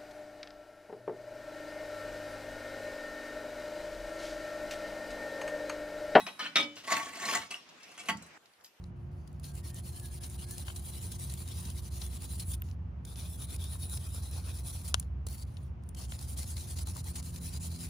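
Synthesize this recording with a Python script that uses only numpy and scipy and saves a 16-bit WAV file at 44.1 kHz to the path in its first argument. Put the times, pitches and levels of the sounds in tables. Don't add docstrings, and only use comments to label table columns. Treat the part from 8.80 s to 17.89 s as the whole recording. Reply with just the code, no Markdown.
import sys
import numpy as np
from scipy import signal
from scipy.fft import rfft, irfft, next_fast_len
from scipy.io import wavfile
from scipy.ndimage import uniform_filter1d

SR = 44100
rng = np.random.default_rng(int(sys.argv[2]) if len(sys.argv) > 2 else 0)


def unload_wav(signal):
    wavfile.write(
        sys.argv[1],
        SR,
        np.round(np.clip(np.atleast_2d(signal).T, -1, 1) * 32767).astype(np.int16),
    )


N = 400869
TIME = np.arange(N) / SR
SIZE = next_fast_len(N + 4096)
FREQS = np.maximum(np.arange(SIZE // 2 + 1) * SR / SIZE, 1)


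def from_db(db):
    return 10 ** (np.asarray(db) / 20)


def rms_one(x):
    return x / np.sqrt(np.mean(x ** 2) + 1e-20)


def in_time(rows):
    s, *columns = np.transpose(rows)
    return [np.interp(TIME, s, column) for column in columns]


def in_hz(points):
    hz, value = np.transpose(points)
    return np.interp(np.log(FREQS), np.log(hz), value)


def to_wave(spectrum):
    return irfft(spectrum, SIZE)[..., :N]


def drift(rate_hz):
    return rms_one(np.interp(TIME * rate_hz, np.arange(20000), rng.standard_normal(20000)))


def bandpass(x, low_hz, high_hz):
    return signal.sosfilt(signal.butter(2, [low_hz, high_hz], "band", fs=SR, output="sos"), x)


def arch(start_s, length_s, power, skew=1):
    first = max(round(start_s * SR), 0)
    last = min(round((start_s + length_s) * SR), N)
    span = np.arange(first, last)
    progress = np.clip((span / SR - start_s) / length_s, 0, 1)
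    return span, progress, np.abs(np.sin(np.pi * progress ** skew)) ** power


def ring(force, hz, t60_s):
    r = from_db(-60 / (t60_s * SR))
    w = 2 * np.pi * hz / SR
    return signal.lfilter([0, np.sin(w)], [1, -2 * r * np.cos(w), r * r], force)


RING_WANDER = .018


def sing(sound, curve, width_hz):
    hz, strength_db = in_time(curve)
    hz = hz * (1 + RING_WANDER * drift(12))
    turn = np.exp(2j * np.pi * np.cumsum(hz) / SR)
    r = np.exp(-np.pi * width_hz / SR)
    baseband = signal.lfilter([1 - r], [1, -r], sound * turn.conj() + 1e-18)
    return sound + from_db(strength_db) * 2 * np.real(turn * baseband)


def pair(two, likeness):
    mid, side = rfft(two, SIZE)
    alike = np.clip(in_hz(likeness), -1, 1)
    return np.sqrt(1 + alike) * mid + np.sqrt(1 - alike) * side * [[1], [-1]]


# (frequency [Hz], left minus right [dB])
PORT_BALANCE = [(300, 1.5), (1200, 2.5), (2500, 5.5), (3600, 4.5), (5000, 2.5), (6500, 1), (9000, 0),
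                (15500, 0)]
# (frequency [Hz], left lead [rad])
PORT_LEAD = [(6400, 0), (7300, -1.3), (8300, -3.0), (9600, -5.8), (10400, -6.3), (11800, -9.4),
             (12800, -9.8), (13200, -12), (14400, -12.6), (15400, -15.5)]


def at_ports(spectra):
    gain = from_db(in_hz(PORT_BALANCE) * [[.5], [-.5]])
    return spectra * gain * np.exp(1j * in_hz(PORT_LEAD) * [[1], [0]])


# (frequency [Hz], likeness [0-1])
NEAR_LIKENESS = [(500, 0.24), (2400, 0.31), (4000, 0.65), (6500, 0.41), (8400, 0.95), (10000, 0.91),
                 (12000, 1), (13000, 0.73), (14000, 0.89), (15500, .88)]


def near_pair(two):
    return at_ports(pair(two, NEAR_LIKENESS))


# (frequency [Hz], likeness [0-1])
FAR_LIKENESS = [(60, 1), (130, 0.93), (260, 0.66), (500, 0.033), (900, 0), (8000, 0.32)]


def background(colour):
    noise = pair(rng.standard_normal((2, N)), FAR_LIKENESS)
    return rms_one(to_wave(noise * from_db(in_hz(colour))))


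# (frequency [Hz], relative density [dB per Hz])
AIR_SPECTRUM = [(30, -4.5), (100, 8.5), (200, 6), (280, -1.5), (400, -6), (700, -8), (1100, -11),
                (1600, -17.5), (2200, -21.5), (2900, -23.5), (3700, -33.5), (6000, -37), (9000, -55.5),
                (15500, -58.5)]


def open_air(level_db):
    return from_db(level_db) * background(AIR_SPECTRUM)


# (time [s], relative level [dB])
RUMBLE_LEVEL = [(0, -44.5), (1.8, -43), (3.2, -42), (6.5, -42), (9.09, -42.5)]
# (frequency [Hz], relative density [dB per Hz])
RUMBLE_SPECTRUM = [(18, -59), (27, -36), (36, -25.5), (50, -9), (66, 2.44), (85, 1.6), (100, -4.5),
                   (130, -4.5), (170, -16), (230, -20.5), (320, -36.5), (600, -75.5)]


def rumble(level_db):
    return from_db(in_time(RUMBLE_LEVEL)[0] + level_db) * background(RUMBLE_SPECTRUM)


def tone(hz, waver):
    phase = 2 * np.pi * np.cumsum(hz * (1 + waver * drift(9))) / SR
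    return rms_one(np.sin(phase) * (1 + .22 * drift(13)))


# (time [s], relative level [dB])
DRONE_LEVEL = [(0, -58), (1.2, -56.5), (3.2, -41.5), (4.5, -47.5), (6.2, -40), (7.0, -47), (7.6, -39.5),
               (9.09, -55)]
DRONE_HZ = 66.25
# (time [s], pitch [Hz], level [dB])
THIRD_ENGINE = [(0, 158.8, -54.5), (.5, 154.7, -50), (1.2, 117, -54.5), (2.6, 128.7, -53),
                (3.3, 125.7, -92)]
# (time [s], fundamental [dB, relative], second harmonic [dB])
SECOND_MOWER = [(0, -59, -59), (1.6, -80, -63), (2.2, -58, -56), (5.6, -50, -57.5), (7.2, -56, -64.5),
                (8.3, -52, -54), (9.09, -52, -44.5)]
MOWER_HZ, MOWER_SAG_HZ_PER_S = 88.25, .43
# (time [s], fundamental level [dB])
FAR_HUM = [(3, -64.5), (4, -70.5), (9.09, -69)]
HUM_HZ, HUM_OCTAVE_DB = 355.2, -12


def mowers(drone_db, mower_db, third_db):
    out = from_db(in_time(DRONE_LEVEL)[0] + drone_db) * tone(DRONE_HZ, waver=0.0193)
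    engine_hz, engine_db = in_time(THIRD_ENGINE)
    out += from_db(engine_db) * tone(engine_hz, waver=.06)
    hz = MOWER_HZ - MOWER_SAG_HZ_PER_S * TIME
    first_db, second_db = in_time(SECOND_MOWER)
    out += from_db(first_db + mower_db) * tone(hz, waver=.016)
    upper = tone(2 * hz, waver=0.0038) + from_db(third_db) * tone(3 * hz, waver=0.00485)
    out += from_db(second_db) * upper
    octave = from_db(HUM_OCTAVE_DB) * tone(2 * HUM_HZ, waver=0.0022)
    hum = tone(HUM_HZ, waver=0.0022) + octave
    return out + from_db(in_time(FAR_HUM)[0]) * hum


# (start [s], length [s], first pitch [Hz], last pitch [Hz], relative level [dB])
WHISTLES = [(0.659, .1, 1636, 1570, -73), (0.781, .23, 1877, 1830, -73), (1.129, .075, 1655, 1710, -70),
            (1.214, .075, 1700, 1622, -63.5), (1.291, 0.05, 1670, 1676, -67), (1.385, .09, 1688, 1634, -70),
            (1.635, 0.145, 1595, 1797, -68)]


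def bird(level_db):
    hz = np.full(N, float(WHISTLES[0][2]))
    song = np.zeros(N)
    for start_s, length_s, first_hz, last_hz, note_db in WHISTLES:
        span, progress, swell = arch(start_s, length_s, power=0.4)
        hz[span] = first_hz + (last_hz - first_hz) * progress
        song[span] = from_db(note_db) * swell
    flutter = 1 + .45 * drift(60)
    return from_db(level_db) * song * flutter * tone(hz, waver=0.0055)


# (time [s], pitch [Hz], relative peak [dB], t60 [s])
METAL_PINGS = [(3.8203, 13600, -26.5, 0.0074), (6.739, 9400, -59, 0.077), (6.769, 9500, -56.5, 0.047),
               (6.829, 9200, -57.5, 0.095), (7.062, 9400, -67, 0.072), (7.0894, 9460, -55, .06),
               (7.11, 9400, -66, 0.036)]


def pings(level_db):
    click = np.zeros(SR // 8)
    click[0] = 1
    out = np.zeros(N)
    for s, hz, peak_db, t60_s in METAL_PINGS:
        span = round(s * SR) + np.arange(len(click))
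        out[span] += from_db(peak_db + level_db) * ring(click, hz, t60_s)
    return to_wave(at_ports(rfft(out, SIZE)))


# (time [s], relative blow [dB], lowest excited [Hz], highest excited [Hz],
# chatter against the blow [dB])
HEAD_KNOCKS = [(1.8814, -20, 700, 3900, -21), (1.899, -31.5, 700, 3200, -10),
               (3.8201, -20, 1740, 2920, -40), (4.955, -26, 400, 1400, -32), (5.345, -21, 300, 795, -19),
               (5.38, -19, 300, 700, -22), (6.1427, -2, 251, 14000, -30.5), (6.1464, -22, 1500, 6030, -29),
               (6.227, -36.5, 1000, 9000, -26), (6.467, -12.5, 150, 600, -31),
               (6.769, -32.5, 2000, 5380, -21), (7.3212, -22.5, 600, 3500, -22),
               (8.072, -29, 600, 2960, -24), (8.162, -18, 700, 1200, -22), (8.365, -30, 400, 2480, -23)]
# (frequency [Hz], relative level [dB], t60 [s])
CLUB_MODES = [(300, -33, 0.0094), (660, -15, 0.0066), (980, -15.5, 0.012), (1540, -9.5, 0.0054),
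              (2100, -20, 0.0097), (2850, -5.5, 0.0058), (3200, -2.5, 0.0034), (3800, -7, 0.005),
              (4450, -16.5, 0.012), (5450, -7.5, 0.0031), (6500, -7.5, 0.0033), (7200, -6.5, 0.0029),
              (8480, -3.5, 0.0029), (9700, -1.5, 0.0011), (13620, -31, 0.0029)]
KNOCK_LAG_S = .00022


def knocks(level_db, chatter_t60_s, left_db):
    age = np.arange(SR // 20) / SR
    force = np.zeros(N) + 1e-18
    for s, peak_db, low_hz, high_hz, chatter_db in HEAD_KNOCKS:
        chatter = from_db(chatter_db - 60 * age / chatter_t60_s) * rng.standard_normal(len(age))
        blow = (age == 0) + chatter
        force[round(s * SR) + np.arange(len(age))] += from_db(peak_db) * bandpass(blow, low_hz, high_hz)
    out = 0
    for k, (hz, mode_db, t60_s) in enumerate(CLUB_MODES):
        out = out + (-1) ** k * from_db(mode_db) * ring(force, hz, t60_s)
    late = np.exp(-2j * np.pi * np.minimum(FREQS * KNOCK_LAG_S, 1) * [[1], [0]])
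    ports = to_wave(at_ports(rfft(out, SIZE)) * late)
    return from_db(level_db + left_db * np.array([[.5], [-.5]])) * ports


def split(sound):
    low = 1 / (1 + (FREQS / 7000) ** 16)
    return rms_one(to_wave(sound * low)), rms_one(to_wave(sound * (1 - low)))


# (frequency [Hz], relative density [dB per Hz])
FLICK_SPECTRUM = [(1200, -9.5), (2800, -4), (4100, 0.5), (5500, 1.5), (7200, 0), (8600, 5), (11000, -2.5),
                  (13000, -11), (15700, -3)]
# (time [s], relative level [dB], relative rasp against hiss [dB], swell [s])
TUFT_FLICKS = [(0.04, -58, 11.5, 0.00091), (0.316, -77, -9, 0.0027), (0.416, -80, -15, .0013),
               (0.474, -56.5, 3.5, 0.0022), (0.528, -57, -15, 0.0012), (0.597, -49, -7, 0.0012),
               (0.641, -56, 14.5, 0.0023), (0.752, -45, -9, 0.0012), (0.901, -51, 6, 0.0019),
               (0.943, -38.5, -19, 0.0016), (1.197, -40, -5, .0013), (1.258, -43, -15, .0013),
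               (1.432, -44.5, 5, 0.0059), (1.498, -41, -11, .0013), (1.709, -32.5, -10, 0.0018),
               (1.7803, -34.5, -3.5, 0.0013), (1.959, -38.5, -4, 0.0044), (1.994, -41, -13, 0.0014),
               (2.316, -37, -4, .004), (2.395, -39, -18, 0.0015), (2.496, -42, 1, 0.0034),
               (2.523, -38, -18, .001), (2.538, -32.5, -8, 0.00099), (2.677, -40, -1, 0.001),
               (2.687, -38, -4, .0009), (2.851, -44, 3, 0.003), (2.9, -38.5, -2, 0.0019),
               (3.215, -43.5, 7.5, 0.0038), (3.264, -39, -7, 0.0016), (3.42, -41, -5, .0015),
               (3.595, -36, -1.5, 0.0048), (3.734, -45, 5, 0.0044), (3.8201, -43, -13, 0.0006),
               (3.887, -64, 17, .001), (3.9122, -59, 12.5, 0.0012), (4.25, -41.5, -1, 0.0018),
               (4.357, -51.5, 11, .0015), (4.7623, -39, -8, .0013), (4.839, -38, -4, 0.0021),
               (5.0968, -34.5, -9, 0.00077), (5.171, -41, 1.5, 0.0028), (5.346, -37, -15, .0013),
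               (5.512, -37.5, -18, .001), (6.075, -37.5, -5, 0.0075), (6.197, -29, -10.5, 0.0015),
               (6.466, -36.5, -4.5, 0.0025), (6.486, -40.5, -7, 0.0011), (6.527, -43, -11, .002),
               (6.621, -50.5, 1.5, 0.0042), (6.651, -58.5, -8, 0.0011), (7.036, -57.5, 0.5, 0.0011),
               (7.0894, -41.5, -11, 0.0012), (7.147, -45, -0.5, 0.0018), (7.39, -42.5, 2.5, 0.0015),
               (7.412, -41, -4, .0013), (7.5748, -38, -3, 0.0015), (7.589, -35, -7, 0.0022),
               (7.766, -43.5, 7, 0.0026), (7.778, -44, 4, 0.0022), (7.985, -40, 2, 0.004),
               (8.0698, -36, -12, 0.0021), (8.167, -38, -1, .0013), (8.241, -42, -6, 0.0018),
               (8.354, -36, -2.5, 0.0062), (8.427, -44, -1, .0013), (8.56, -41.5, 1.5, 0.0018)]


def flicks(level_db, rasp_db):
    noise = near_pair(rng.standard_normal((2, N)))
    rasp, hiss = split(noise * from_db(in_hz(FLICK_SPECTRUM)))
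    age = np.arange(SR // 20) / SR
    out = np.zeros((2, N))
    for s, peak_db, bite_db, swell_s in TUFT_FLICKS:
        span = round(s * SR) + np.arange(len(age))
        burst = age / swell_s * np.exp(1 - age / swell_s)
        tuft = hiss[:, span] + from_db(bite_db + rasp_db) * rasp[:, span]
        out[:, span] += from_db(peak_db + level_db) * burst * tuft
    return out


def grip(uneven_db, per_s):
    return from_db(uneven_db * drift(per_s))


# (frequency [Hz], relative density [dB per Hz])
LIGHT_TOUCH = [(800, -12), (2000, -9.5), (3200, -8), (4300, -7), (6500, -5.5), (8400, -2.5), (9800, 0),
               (12000, -4), (14500, -6.5), (15700, -0.5)]
# (start [s], length [s], relative level [dB])
LIGHT_GRAZES = [(0.0, 0.13, -77.5), (0.147, 0.19, -82.5), (0.305, 0.37, -77), (3.75, 0.11, -72.5),
                (3.831, 0.13, -64.5), (6.142, 0.12, -61.5), (6.209, 0.11, -78), (6.659, .26, -70),
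                (7.017, 0.14, -79.5), (7.11, 0.028, -78)]
GRAZE_ATTACK_S, GRAZE_RELEASE_S = 0.013, 0.066


def grazes(bristles, rasp_db, hiss_db):
    touch = np.zeros(N)
    for start_s, length_s, level_db in LIGHT_GRAZES:
        rise = (TIME - start_s) / GRAZE_ATTACK_S
        fall = (start_s + length_s - TIME) / GRAZE_RELEASE_S
        touch += from_db(level_db) * np.clip(np.minimum(rise, fall), 0, 1)
    rasp, hiss = split(bristles * from_db(in_hz(LIGHT_TOUCH)))
    crackle = from_db(rasp_db) * rasp + from_db(hiss_db) * hiss
    return grip(uneven_db=1.0, per_s=56) * touch * crackle


# (time [s], resonance [Hz], strength [dB])
LOW_RESONANCE = [(.6, 690, -5), (1.8, 720, 6), (2.3, 980, -1), (2.8, 1000, 4), (3.3, 900, -6),
                 (7.2, 760, -4), (8.15, 920, 6), (9.09, 800, -10)]
LOW_WIDTH_HZ, JUDDER_LUMP_DB = 110, 4


def low_judder(low_hz, high_hz):
    body = bandpass(rng.standard_normal((2, N)), low_hz, high_hz)
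    lumps = from_db(JUDDER_LUMP_DB * np.minimum(drift(140), 2))
    judder = rms_one(sing(body * lumps, LOW_RESONANCE, LOW_WIDTH_HZ))
    return judder * from_db([[1.5], [-1.5]])


def slips(per_s, spread_db):
    sizes = from_db(spread_db * np.minimum(rng.exponential(1, (2, N)), 4))
    return (rng.random((2, N)) < per_s / SR) * sizes * rng.standard_normal((2, N))


def vary_bands(sound, depth_db):
    cells = signal.stft(sound, nperseg=512)[2]
    chance = rng.standard_normal(cells.shape[1:])
    for axis in (0, 0, 1, 1):
        chance = uniform_filter1d(chance, size=3 + 2 * axis, axis=axis)
    return signal.istft(cells * from_db(depth_db * rms_one(chance)), nperseg=512)[1][:, :N]


SNAPS_PER_S, SNAP_DB = 600, -10


def scratch(clump_db, groove_per_s):
    clumps = from_db(clump_db * drift(groove_per_s) + 0.89 * drift(110))
    friction = rms_one(vary_bands(slips(per_s=22000, spread_db=1.5) * clumps, depth_db=3.3))
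    snaps = rms_one(slips(per_s=SNAPS_PER_S, spread_db=1.8))
    return near_pair(friction + from_db(SNAP_DB) * snaps)


# (start [s], length [s], relative hiss level [dB], relative rasp against hiss [dB],
# skew [above 1: fastest moment late])
BRUSH_STROKES = [(0.632, 0.098, -53, -2.5, 0.54), (0.723, 0.095, -52.5, -5, 1.7),
                 (0.83, 0.089, -50, -5.0, 1.04), (0.913, 0.1, -52, -3, 2.26),
                 (1.013, 0.1, -50.5, -5.5, 1.8), (1.1, 0.12, -51.5, -5.5, 1.33),
                 (1.198, 0.099, -50.5, -6, 1.8), (1.285, 0.11, -51, -5, 1.6),
                 (1.402, 0.085, -48, -5.5, 1.2), (1.475, 0.096, -50.5, -4.5, 1.7),
                 (1.567, 0.092, -50, -3, 1.6), (1.655, 0.11, -48.5, -6.5, 1.45),
                 (1.756, 0.087, -48, -6, 0.99), (1.845, 0.099, -51, -3.5, 1),
                 (1.941, 0.072, -49.5, -7, 1.1), (1.987, 0.13, -47, -6.5, 2.3),
                 (2.108, 0.098, -49.5, -5.5, 1.07), (2.193, 0.1, -47.5, -6.5, 1.3),
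                 (2.278, 0.1, -50.5, -3.5, 1.26), (2.381, 0.098, -46.5, -6.5, 0.99),
                 (2.47, 0.098, -49.5, -3.5, 0.7), (2.549, 0.1, -48, -7, 1.4),
                 (2.637, 0.11, -51, -2.5, 1.55), (2.731, 0.11, -47.5, -5.5, 1.17),
                 (2.832, 0.11, -51, -2, 0.67), (2.921, 0.093, -51, -3.5, 1.7), (3.006, 0.09, -52, -4, 1.4),
                 (3.103, 0.12, -50.5, -4.5, 0.93), (3.204, 0.087, -47, -4.5, 0.46),
                 (3.283, 0.098, -49.5, -4.5, 1.55), (3.372, 0.1, -48.5, -4.5, 2.1),
                 (3.468, 0.11, -48.0, -7, 1.1), (3.567, 0.086, -48.5, -5.0, 1.16),
                 (3.617, 0.14, -42.5, -11, 3.2), (4.253, 0.11, -54.5, -4.5, 0.9),
                 (4.36, 0.15, -52, -2, 0.47), (4.464, 0.11, -51, -9.5, 1.4),
                 (4.569, 0.092, -47.5, -6.5, 1.46), (4.641, 0.13, -48.5, -4.5, 2.36),
                 (4.775, 0.13, -52.5, -2.5, 1.04), (4.869, 0.11, -50, -6, 1.5),
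                 (4.975, 0.108, -49, -7.5, 1.25), (5.077, 0.11, -45.5, -7, 1.26),
                 (5.183, 0.15, -51.5, -4.5, 0.95), (5.322, 0.093, -50, -5, 0.86),
                 (5.416, 0.096, -51, -4.5, 0.61), (5.503, 0.12, -52, -0.5, 1), (5.596, 0.13, -51, -1, 1.9),
                 (5.722, 0.11, -50.5, -6, 0.82), (5.827, 0.097, -45, -8, 1.6), (5.925, 0.12, -49, -6, 0.43),
                 (6.037, 0.093, -49, -5.5, 0.54), (6.476, 0.09, -49, -10, 0.98),
                 (6.547, 0.096, -53.5, -9, 1.2), (7.16, 0.11, -50, -2.5, 1.03),
                 (7.266, 0.11, -50.5, -4.5, 1.75), (7.377, 0.089, -50, -5, 0.93),
                 (7.461, 0.095, -46.5, -9, 1.2), (7.558, 0.092, -43.5, -5.5, 1.2),
                 (7.643, 0.11, -45.5, -8.5, 1.46), (7.75, 0.12, -49, -5, 0.89),
                 (7.867, 0.089, -47, -6.5, 0.65), (7.957, 0.087, -47.5, -3.5, 0.63),
                 (8.053, 0.076, -49, -4.5, 1.1), (8.122, 0.098, -48.5, -3.5, 1.6),
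                 (8.229, 0.096, -47.5, -6, 1.36), (8.312, 0.1, -49.5, -2, 2.1),
                 (8.419, 0.1, -48.5, -5, 1.2), (8.514, 0.081, -49, -4.5, 1.76),
                 (8.599, 0.11, -46.0, -8, 1.14), (8.689, 0.099, -48.5, -4, 1.85),
                 (8.795, 0.1, -46, -6, 1.13), (8.896, 0.089, -51, -4.0, 0.89),
                 (8.985, 0.11, -46.5, -5, 0.7)]
SPEED_POWER = 0.6
FLEX_S = .011
TURN_DB, TURN_S = -20.5, 0.087


def sweeps(bout):
    levels = np.zeros((2, N))
    for start_s, length_s, hiss_db, bite_db, skew in BRUSH_STROKES:
        if bout[0] <= start_s < bout[1]:
            span, _, swell = arch(start_s, length_s, SPEED_POWER, skew)
            stroke = np.outer(from_db([hiss_db, hiss_db + bite_db]), swell)
            levels[:, span] = np.hypot(levels[:, span], stroke)
    levels = uniform_filter1d(levels, size=round(FLEX_S * SR))
    turns = from_db(TURN_DB) * uniform_filter1d(levels, size=round(TURN_S * SR))
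    return np.hypot(levels, turns)


def scrub(bristles, judder, bout, face, hiss_db, rasp_db, judder_db):
    sweep, bite = sweeps(bout)
    rasp, hiss = split(bristles * from_db(in_hz(face)))
    low = rasp + from_db(judder_db) * judder
    return from_db(hiss_db) * sweep * hiss + from_db(rasp_db) * bite * low


# (frequency [Hz], relative density [dB per Hz])
WEDGE = [(250, 2), (800, -20.5), (2000, -12.5), (3100, -7.5), (3700, -9.5), (4800, -7.5), (5700, -8.5),
         (6500, -7), (7700, -4), (8450, 2.5), (9600, 0), (11000, -2), (13000, -7.5), (15700, -6)]
IRON = [(250, -3.5), (800, -7), (2100, -15.5), (2500, -8.5), (2900, -13), (3400, -7.5), (4000, -6),
        (4800, -8.5), (5500, -7), (6000, -8), (6900, -9), (7500, -4.5), (8600, -4), (10000, 2), (11200, -6),
        (12900, -9), (14500, -10), (15700, -8.5)]
WEDGE_HARDER = [(250, 1), (800, -21.5), (2000, -13), (3100, -10), (3700, -9.5), (4800, -6), (5700, -6.5),
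                (6500, -4.5), (7700, -2), (8450, 1.5), (9600, 0), (11000, -2.5), (13000, -8), (15700, -6.5)]
IRON_FROM_S, IRON_TO_S, WEDGE_FROM_S = 4.2, 6.3, 7.0


def bouts(bristles):
    judder = low_judder(low_hz=376, high_hz=1200)
    out = scrub(bristles, judder, (0, IRON_FROM_S), WEDGE, hiss_db=1.4, rasp_db=0.5, judder_db=-10.5)
    out += scrub(bristles, judder, (IRON_FROM_S, IRON_TO_S), IRON,
                 hiss_db=2.04, rasp_db=1.0, judder_db=-14.5)
    out += scrub(bristles, judder, (IRON_TO_S, WEDGE_FROM_S), LIGHT_TOUCH,
                 hiss_db=3.0, rasp_db=1.0, judder_db=-8)
    out += scrub(bristles, judder, (WEDGE_FROM_S, np.inf), WEDGE_HARDER,
                 hiss_db=0.55, rasp_db=1.2, judder_db=-11.5)
    return out * grip(uneven_db=0.86, per_s=78)


# (time [s], resonance [Hz], strength [dB])
BRISTLE_RESONANCE = [(0, 4250, 2), (.48, 4540, 7), (.65, 4200, 1), (1.1, 4180, -2), (1.6, 3980, 1.5),
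                     (2.2, 4044, 3.5), (2.6, 3860, 0), (3.6, 4150, 6), (3.745, 3550, 8.5),
                     (3.79, 3550, -14), (4.25, 3550, 0), (4.55, 3500, 2.5), (5.0, 3860, 0.5),
                     (6.1, 3910, -11.5), (6.46, 4220, 6.5), (6.63, 4450, 12.5), (6.8, 4300, -34),
                     (7.6, 4180, -1), (8.55, 4180, 1.5), (9.09, 3980, 3)]
BRISTLE_WIDTH_HZ = 223


def brush():
    bristles = scratch(clump_db=0.86, groove_per_s=970)
    contact = bouts(bristles)
    contact += grazes(bristles, rasp_db=-3.0, hiss_db=1.0)
    contact += flicks(level_db=-3.0, rasp_db=-6.0)
    return sing(contact, BRISTLE_RESONANCE, BRISTLE_WIDTH_HZ)


def scene():
    engines = rumble(level_db=-0.5) + mowers(drone_db=0.0, mower_db=7.5, third_db=-11.5)
    course = engines * from_db([[-.4], [.4]]) + open_air(level_db=-54.5) + bird(level_db=-2.0)
    head = knocks(level_db=-5.5, chatter_t60_s=0.03, left_db=4.0) + pings(level_db=-1.5)
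    return course + head + brush()


CUTOFF_HZ = 15850


def record(dry):
    return to_wave(rfft(dry, SIZE) / (1 + (FREQS / CUTOFF_HZ) ** 200))


dry = scene()
out = record(dry)
unload_wav(out)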